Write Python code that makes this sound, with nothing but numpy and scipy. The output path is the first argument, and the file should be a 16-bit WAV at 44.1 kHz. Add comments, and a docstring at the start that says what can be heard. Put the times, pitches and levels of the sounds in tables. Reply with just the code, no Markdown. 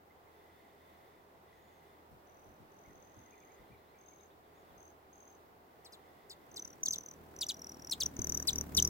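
"""Quiet forest meadow: a hummingbird trills about, then flies right past the listener, scolding with sharp chips.
Each wingbeat hums (harmonics of the beat) and swishes (throbbing noise); in bursts of fast flight the wing-tip
feathers also whistle once a beat (short arched tones). Chips are steeply falling tones with overtones.
Far songbirds (arched tones) call over the forest hush (shaped noise); a faint whirr swells and sinks
(banded noise), with a few soft low bumps (decaying noise)."""
import sys
import numpy as np
from scipy import signal
from scipy.fft import rfft, irfft, next_fast_len
from scipy.io import wavfile
from scipy.ndimage import uniform_filter1d, map_coordinates

SR = 44100
rng = np.random.default_rng(int(sys.argv[2]) if len(sys.argv) > 2 else 0)


def master(y):
    """Save y as 16-bit WAV."""
    cut = np.clip(np.atleast_2d(y).T, -1, 1)
    pcm = np.round(cut * 32767)  # scale
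    wavfile.write(sys.argv[1], SR, pcm.astype(np.int16))


N = 392049
TIME = np.arange(N) / SR


def gain_of(db):
    """Decibels to amplitude."""
    return 10 ** (np.asarray(db) / 20)


def evened(x):
    """Scales to rms 1."""
    return x / np.sqrt(np.mean(x ** 2) + 1e-20)


def curve(rows, t=TIME):
    """Table columns after the first, joined by straight lines in time."""
    time_s, *columns = np.transpose(rows)
    return [np.interp(t, time_s, column) for column in columns]


def read_spectrum(points, hz):
    """Interpolates a spectrum on a log-frequency axis."""
    point_hz, value = np.transpose(points)
    return np.interp(np.log(hz + 1), np.log(point_hz + 1), value)


def add(mix, start_s, sound):
    """Adds a sound at a time, cut at the end of the mix."""
    part = mix[round(start_s * SR):][:len(sound)]
    part += sound[:len(part)]


def wander(per_s):
    """Smooth random curve of rms 1, with per_s knots a second."""
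    knots = rng.standard_normal(N // 8)
    return evened(map_coordinates(knots, [TIME * per_s], order=2, mode="wrap"))


def smoothed(x, samples):
    """Moving average scaled to rms 1."""
    return evened(uniform_filter1d(x, samples))


def noise(colour, likeness):
    """Stereo noise of rms 1 with a given spectrum and left-right likeness."""
    size = next_fast_len(N, True)
    hz = np.fft.rfftfreq(size, 1 / SR)
    left, other = rfft(rng.standard_normal((2, size)))
    same = np.clip(read_spectrum(likeness, hz), -1, 1)
    right = same * left + np.sqrt(1 - same ** 2) * other
    spectra = np.array([left, right]) * gain_of(read_spectrum(colour, hz))
    return evened(irfft(spectra, size)[:, :N])


def delayed(x, ms):
    """Delays by a fixed or moving time."""
    return map_coordinates(x, [np.arange(N) - ms * SR / 1000], order=3)


def balance(side_db):
    """Left and right gains, side_db apart."""
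    return gain_of([[side_db / 2], [-side_db / 2]])


# bird bearing: time_s, left_lead_ms, left_minus_right_db (before the ears share sound)
BIRD_BEARING = [(2.3, -.09, 14), (3.5, -.09, 7), (4.8, -.178, 20), (5.3, -.19, 16), (5.9, -.15, 3),
                (7.15, -.14, 1), (7.38, -.03, 1.5), (7.87, -.025, 3), (8.08, .03, 2.5), (8.17, .12, 7),
                (8.89, .105, 4)]


def at_bird(x, dart_ms=0.017, shared=0.033):
    """Darting flight sets the lead and level of each ear; the two close ports share part of the sound."""
    lead_ms, side_db = curve(BIRD_BEARING)
    lead_ms = lead_ms + dart_ms * wander(25)
    side_gain = gain_of(side_db / 2)
    ears = np.array([x * side_gain, delayed(x, lead_ms) / side_gain])
    constant_power = np.sqrt(np.cosh(np.log(gain_of(side_db))))
    return (ears + shared * ears[::-1]) / constant_power


def scatter(x, t60_s):
    """Grass and trees throw back a diffuse tail, different in each ear."""
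    t = TIME[:SR // 2]
    envelope = gain_of(-60 * t / t60_s) * (1 - np.exp(-t / 0.0016))
    tail = rng.standard_normal((2, len(t))) * envelope
    return signal.oaconvolve(x[None], tail / np.linalg.norm(tail[0]), axes=1)[:, :N]


# bursts of fast flight: first_whistle_s, last_whistle_s, beats_between_them, beats_since_previous_burst,
# mid_level_db, level_change_db, end_sag_db, mid_pitch_hz, pitch_glide_hz
FLIGHT_BURSTS = [(2.274, 2.592, 13, 0, -67, -12, 9, 6060, 40),
                 (2.721, 3.545, 35, 5, -65.5, 0, 5, 6260, 319.5),
                 (3.989, 4.26, 11, 18, -62, 1, 6, 6350, 23), (4.781, 4.904, 5, 21, -59.5, -2, 3.5, 6290, 1),
                 (5.133, 5.352, 9, 9, -58.5, -4.5, 2, 6330, -91.5),
                 (6.517, 6.732, 8, 47, -40, -0.5, 17, 6060, -150),
                 (6.836, 7.01, 7, 4, -29.5, -9.5, 6, 6170, -120),
                 (7.037, 7.139, 4, 1, -41.5, 1, 9.5, 6050, 0),
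                 (7.365, 7.545, 7, 9, -38.5, 2, 8, 5950, -100), (7.57, 7.771, 8, 1, -41, -7, 15, 5760, -80),
                 (7.798, 7.899, 4, 1, -42, 11, 3, 5770, 248),
                 (8.008, 8.062, 2, 4, -25.5, 4, 5.5, 6070, -150),
                 (8.168, 8.427, 10, 4, -27.5, 1, 9, 6015, -160),
                 (8.507, 8.612, 4, 3, -29, 6.5, 3.5, 5953, 4), (8.751, 8.876, 5, 5, -21, 1.5, 7, 6030, 16)]


def whistles():
    """One whistle a beat through each burst; level arches, pitch glides. Rows: time_s, level_db, pitch_hz."""
    rows = []
    for first_s, last_s, beats, _, db, change_db, sag_db, hz, glide_hz in FLIGHT_BURSTS:
        x = np.linspace(-.5, .5, round(beats) + 1)
        times_s = np.linspace(first_s, last_s, len(x))
        levels_db = db + change_db * x - sag_db * (2 * x) ** 2
        rows += zip(times_s, levels_db, hz + glide_hz * x)
    return np.array(rows)


def nearest_whistle():
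    """Index, time, level and pitch of the whistle closest to every moment."""
    time_s, level_db, pitch_hz = whistles().T
    k = np.searchsorted((time_s[1:] + time_s[:-1]) / 2, TIME)
    return k, time_s[k], level_db[k], pitch_hz[k]


CRUISE_BEATS_PER_S = 40.5  # before the first burst and after the last


def wingbeats():
    """Beats flown at every moment: even within a burst, whole numbers on the whistles."""
    first_s, last_s, beats, between = np.transpose(FLIGHT_BURSTS)[:4]
    time_s = np.ravel([first_s, last_s], "F")
    flown = np.cumsum(np.round(np.ravel([between, beats], "F")))
    outside_s = TIME - np.clip(TIME, time_s[0], time_s[-1])
    return np.interp(TIME, time_s, flown) + outside_s * CRUISE_BEATS_PER_S


def effort(from_db=-42.5, full_db=-24.5, smooth_s=0.042):
    """Harder strokes, felt in bursts loud enough to be close: 0 in easy flight, up to 1."""
    _, centre_s, db, _ = nearest_whistle()
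    in_burst = abs(TIME - centre_s) < 1 / CRUISE_BEATS_PER_S
    return uniform_filter1d(np.interp(db, [from_db, full_db], [0, 1]) * in_burst, round(smooth_s * SR))


# bird nearness: time_s, nearness_0_to_1
BIRD_NEARNESS = [(5.4, 0), (6.6, 0.51), (6.9, 0.59), (7.15, .5), (7.4, .95)]
# stereo likeness of close air noise: frequency_hz, left_right_likeness
NEAR_LIKENESS = [(30, 0.28), (300, 0.76), (800, 0), (2000, 0.064), (15000, 0)]


def trill(near_length_s=0.0022, far_stretch=1.3, edge=2.25, near_uneven_db=1.5, far_extra_uneven_db=1.5,
          fall=0.027, arch=.025, far_bend=0.23, rasp=0.0177, near_octave_db=-14, far_octave_cut_db=-13,
          rustle_db=-19, echo_db=-19, near_wet_db=-23, far_wet_db=-5):
    """Once a beat the outer feathers flutter: a short arched whistle with its octave and a dry rustle."""
    beat, centre_s, level_db, hz = nearest_whistle()
    loud, tune, span, bend, dry = rng.standard_normal((beat[-1] + 1, 5))[beat].T
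    near = curve(BIRD_NEARNESS, centre_s)[0]
    length_s = near_length_s * far_stretch ** (1 - near) * np.exp(.2 * span)
    u = np.clip((TIME - centre_s) / length_s, -6, 6)

    glide = -fall * (1 + 0.52 * bend) * u - arch * (u ** 2 - .25) + rasp * wander(2500)
    # level flight far off keeps the pitch steady; hard turns close by bend it
    bend_depth = np.interp(near, [0, 1], [far_bend, 1])
    phase = 2 * np.pi * np.cumsum(hz * (1 + bend_depth * (glide + 0.014 * tune))) / SR
    # distance dulls the octave
    octave_gain = gain_of(near_octave_db + far_octave_cut_db * (1 - near))
    tone = np.sin(phase) + octave_gain * np.sin(2 * phase)
    strength = gain_of(level_db + (near_uneven_db + far_extra_uneven_db * (1 - near)) * loud)
    whistle = np.sqrt(2) * tone * np.exp(-abs(u) ** edge) * strength

    rustle_colour = [(2000, -43), (4500, 0.5), (6000, 11.5), (8000, 2.5), (9500, -12), (15000, -3.0)]
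    rustle = noise(rustle_colour, NEAR_LIKENESS)
    rustle *= gain_of(rustle_db + 4.5 * dry) * np.exp(-u ** 2 / 2) * strength

    # far off, more of it comes by way of the trees
    wet_db = np.interp(near, [0, 1], [far_wet_db, near_wet_db])
    direct = at_bird(whistle + gain_of(echo_db) * delayed(whistle, 5.5))
    return direct + rustle + scatter(whistle * gain_of(wet_db), t60_s=0.13)


# one chip: time_from_start_s, pitch_hz (before the chip's factor), level_db (added to the chip's level)
CHIP_CONTOUR = [(0, 8400, -14), (.002, 6500, -6), (.005, 5000, -2), (.014, 3900, 1), (.026, 3100, -4),
                (.032, 2550, -26)]
# chip overtones: pitch_multiple, level_db
CHIP_OVERTONES = [(1, -0.5), (2, -8.5), (3, -29), (4, -13.5), (5, -32)]
# chips: start_s, level_db (before the contour), pitch_factor, ground_echo_delay_ms, echo_db
CHIP_CALLS = [(5.846, -56, 1.15, 8.4, -8), (5.920, -56.5, 1.09, 8.9, -2), (6.295, -49.5, 1.12, 16, -7),
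              (6.559, -44.5, 1.09, 9, -14.5), (6.851, -42, 1.09, 3.7, -11), (6.921, -40, 1.08, 12, -15),
              (7.408, -34, 1.056, 6, -17), (7.485, -35, 1.02, 6, -15), (7.910, -33, 1.082, 12, -16),
              (8.001, -33, 1.046, 4.9, -24), (8.471, -27, 1.093, 5.7, -18), (8.766, -24.5, 1.007, 7.1, -29)]


def chips(rasp=0.016, kink_depth=0.019, shudder=0.24, hiss_db=-20, wet_db=-17):
    """Each chip is a harsh, steeply falling whistle, rich in overtones, with an echo off the ground."""
    out = np.zeros(N)
    t = np.arange(0, CHIP_CONTOUR[-1][0], 1 / SR)
    contour_hz, shape_db = curve(CHIP_CONTOUR, t)
    highpass = signal.butter(4, 3500, "high", fs=SR, output="sos")
    for start_s, db, pitch, echo_ms, echo_db in CHIP_CALLS:
        jitter, hiss, flutter, kink = rng.standard_normal((4, len(t)))
        hz = contour_hz * pitch * (1 + rasp * smoothed(jitter, 12) + kink_depth * smoothed(kink, 200))
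        phase = 2 * np.pi * np.cumsum(hz) / SR
        voice = np.zeros(len(t))
        for multiple, partial_db in CHIP_OVERTONES:
            k = round(multiple)
            voice += gain_of(partial_db) * np.sin(k * phase) * (k * hz < SR / 2)
        voice *= evened(1 + shudder * smoothed(flutter, 70))
        hiss = signal.sosfilt(highpass, hiss)
        envelope = gain_of(db + shape_db) * signal.windows.tukey(len(t), .06)
        chip = np.sqrt(2) * (voice + gain_of(hiss_db) * hiss) * envelope
        add(out, start_s, chip)
        add(out, start_s + echo_ms / 1000, gain_of(echo_db) * chip)
    return at_bird(out) + gain_of(wet_db) * scatter(out, t60_s=0.13)


# hum in easy flight, rising as the bird nears: time_s, level_db (before the order levels)
HUM_LEVEL = [(0, -78), (2.1, -74), (2.5, -77), (6.5, -76), (7.08, -72), (7.22, -62.5), (7.4, -68.5),
             (7.9, -67), (8.25, -58), (8.89, -52.5)]
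# hum lines: wingbeat_multiple, level_db
HUM_LINES = [(1, -14), (2, -0.5), (3, -9), (4, -8), (5, -13.5), (6, -23), (7, -11.5), (8, -17.5), (9, -16),
             (10, -18), (11, -16), (12, -21)]


def hum(beats, push, effort_db=10.5, waver_db=1.0, side_db=0.5, thin_db=2.0):
    """Down- and upstroke both push the air, so twice the wingbeat is the strongest line."""
    hum_db = curve(HUM_LEVEL)[0] + effort_db * push
    # the bass swells only at close range; farther off the hum is thinner
    far = np.interp(hum_db, [-63, -50], [1, 0])
    lines = np.zeros(N)
    for multiple, db in HUM_LINES:
        order = round(multiple)
        line = np.cos(2 * np.pi * (order * (beats + 0.042 * rng.standard_normal()) + 0.33))
        lines += gain_of(db + waver_db * wander(22) + thin_db * far * (order > 3)) * line
    return np.sqrt(2) * lines * gain_of(hum_db) * balance(side_db)


# air stirred in easy flight: time_s, level_db (before trim_db)
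SWISH_LEVEL = [(6.2, -72), (6.6, -59.5), (7.15, -60.5), (7.7, -56.5), (8.1, -54.5), (8.3, -49.5),
               (8.89, -49)]
# swish spectrum: frequency_hz, relative_level_db_per_hz
SWISH_SPECTRUM = [(20, -38), (45, -10), (100, -3), (280, 5.5), (450, -5), (800, -11), (1500, -14),
                  (3000, -25), (8000, -24.5), (10000, -27), (15500, -19.5)]


def swish(beats, push, trim_db=-2.5, effort_db=4.5, beat_depth=0.44, stroke_depth=0.33,
          flick_db=-17, flick_width_beats=0.07, flick_lag_beats=.05):
    """Turbulence behind the wings throbs with each stroke; the wing flip adds a brief, brighter puff."""
    beat_throb = beat_depth * np.cos(2 * np.pi * beats)
    stroke_throb = stroke_depth * np.cos(2 * np.pi * 2 * beats)
    throb = evened(1 + beat_throb + stroke_throb)
    flip_offset = np.sin(np.pi * (beats - flick_lag_beats)) / (np.pi * flick_width_beats)
    flip = evened(np.exp(-flip_offset ** 2) * gain_of(3.1 * wander(40)))
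    puff = noise([(150, -25), (400, 2), (900, 4), (2000, 2), (4000, -21), (15000, -23)], NEAR_LIKENESS)
    air = noise(SWISH_SPECTRUM, NEAR_LIKENESS) * throb + gain_of(flick_db) * puff * flip
    arrival = np.clip((TIME - 6.0) / .5, 0, 1)
    return air * arrival * gain_of(curve(SWISH_LEVEL)[0] + effort_db * push + trim_db)


# downwash hitting the microphone: start_s, level_db, decay_s
DOWNWASH_GUSTS = [(8.19, -35.5, 0.0093), (8.775, -39, .015)]
# soft low bumps: start_s, level_db, decay_s
SOFT_BUMPS = [(2.11, -59, .03), (2.45, -62, .055), (2.6, -59, 0.03), (2.87, -58.5, 0.037),
              (2.95, -62, .025), (3.16, -60, .045), (3.59, -63, .04), (3.7, -61.5, 0.032),
              (4.7, -66, 0.064)]
# spectrum of both: frequency_hz, relative_level_db_per_hz
THUD_SPECTRUM = [(20, -22), (50, -2.5), (130, -4.5), (300, -8.5), (450, -25.5), (1000, -33), (4000, -43.5)]


def thuds(rows):
    """Dull puffs of low noise that swell quickly and die away."""
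    level = np.zeros(N)
    for start_s, db, decay_s in rows:
        u = TIME[:SR // 2] / decay_s
        add(level, start_s, gain_of(db) * 2 * (1 - np.exp(-4 * u)) * np.exp(-u))
    return level * noise(THUD_SPECTRUM, NEAR_LIKENESS)


# phrases of like notes: start_s, note_count, spacing_s, level_db, first_top_pitch_hz, last_top_pitch_hz,
# note_length_s, end_fall_share_of_pitch
BIRD_PHRASES = [(0.098, 2, .16, -71.5, 2130, 2190, .04, 0.11), (1.114, 1, 0, -72, 2360, 2360, 0.037, .15),
                (1.5, 1, 0, -85, 6850, 6850, .33, .11), (2.843, 2, .045, -71.5, 2230, 1980, 0.036, .12),
                (3.255, 4, .1, -72.5, 2080, 2100, 0.041, .1), (3.315, 3, .087, -71, 2480, 2370, 0.04, .16),
                (3.71, 2, .23, -71, 2420, 2420, .044, .08), (4.019, 3, 0.091, -74, 2260, 2270, 0.039, .09),
                (3.66, 3, .108, -80, 4280, 4260, .044, 0.18),
                (4.051, 6, .125, -79, 3910, 3640, 0.0425, 0.138), (4.532, 1, 0, -85, 6860, 6900, .11, 0.11)]


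def songbirds(wet_db=-5, flicker_db=3.7):
    """Distant whistled notes that rise to a point and fall, evenly spaced in a phrase."""
    out = np.zeros(N)
    for start_s, notes, spacing_s, db, first_hz, last_hz, length_s, fall in BIRD_PHRASES:
        u = np.linspace(-1, 1, round(length_s * SR))
        for k, top_hz in enumerate(np.linspace(first_hz, last_hz, round(notes))):
            warble, flicker = (smoothed(z, 250)[:len(u)] for z in rng.standard_normal((2, SR)))
            hz = top_hz * (1 - fall * abs(u) ** 1.3 + .012 * warble)
            tone = np.sin(2 * np.pi * np.cumsum(hz) / SR)
            envelope = gain_of(db + flicker_db * flicker) * signal.windows.tukey(len(u), .3)
            add(out, start_s + k * spacing_s, tone * envelope)
    return out + gain_of(wet_db) * scatter(out, t60_s=0.52)


# whirr swells: middle_s, half_length_s, level_db
WHIRR_SWELLS = [(.75, 0.4, -72.5), (1.71, 0.26, -72.5), (3.502, 0.43, -74.5), (4.66, 0.16, -75.5),
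                (6.25, 0.45, -76)]
# whirr spectrum: frequency_hz, relative_level_db_per_hz
WHIRR_SPECTRUM = [(1000, -43), (1800, -5.5), (2020, 3), (2250, -11), (2900, -15.5), (3300, -13.5),
                  (3520, -6), (3800, -15), (6000, -24.5)]


def whirr(rest_db=-83.5, edge=4, waver_db=1.15):
    """Banded noise that swells, holds unsteadily and sinks back to its resting level."""
    power = gain_of(rest_db) ** 2
    for middle_s, half_s, db in WHIRR_SWELLS:
        power = power + gain_of(db) ** 2 * np.exp(-abs((TIME - middle_s) / half_s) ** edge)
    level = np.sqrt(power) * gain_of(waver_db * wander(14))
    return level * noise(WHIRR_SPECTRUM, [(1000, 0.9), (6000, 0.34)])


# hush spectrum: frequency_hz, relative_level_db_per_hz
HUSH_SPECTRUM = [(20, -16), (45, -10.5), (87, -6), (160, -6.5), (260, -4), (405, 0), (560, -3), (754, -0.5),
                 (1290, -7.5), (2000, -15), (2500, -19), (7300, -30), (9800, -31.5), (15000, -22)]
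# hush swell: time_s, level_db (added to level_db of hush())
HUSH_RISE = [(0, 1), (1.8, 1.5), (3, 2.5), (4.2, 1.5), (4.7, 3), (5.7, 2), (8.89, 5.5)]
# stereo likeness of the hush: frequency_hz, left_right_likeness
HUSH_LIKENESS = [(30, 0.78), (120, 0.53), (300, 0.82), (500, 0.53), (800, -0.033), (1300, -0.57),
                 (2500, 0.078), (15000, -0.16)]
# hollow tone, one row: centre_hz, width_hz, level_db
HOLLOW_TONE = (400, 27, -76.5)


def hush(level_db=-63, drift_db=0.52):
    """Forest hush: slowly drifting shaped noise."""
    level = gain_of(level_db + curve(HUSH_RISE)[0] + drift_db * wander(5))
    return level * noise(HUSH_SPECTRUM, HUSH_LIKENESS)


def hollow_tone(drift_db=2):
    """Soft hollow tone within the hush: narrow-band noise of drifting level."""
    hz, width_hz, db = HOLLOW_TONE
    band = [(hz / 2, -40), (hz - width_hz, -12), (hz, 0), (hz + width_hz, -12), (hz * 2, -40)]
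    return gain_of(db + drift_db * wander(4)) * noise(band, HUSH_LIKENESS)


def meadow(side_db=-1):
    """Hush, hollow tone and whirr, leaning slightly right."""
    return (hush() + hollow_tone() + whirr()) * balance(side_db)


def scene():
    """The hummingbird over the meadow."""
    beats, push = wingbeats(), effort()
    bird = trill() + chips() + hum(beats, push) + swish(beats, push) + thuds(DOWNWASH_GUSTS)
    return bird + songbirds() + thuds(SOFT_BUMPS) + meadow()


def record(dry, edge_hz=16000):
    """The recorder's band limit: a linear-phase lowpass."""
    lowpass = signal.firwin(511, edge_hz, window=("kaiser", 9), fs=SR)
    return signal.oaconvolve(dry, lowpass[None], "same")


dry = scene()
out = record(dry)
master(out)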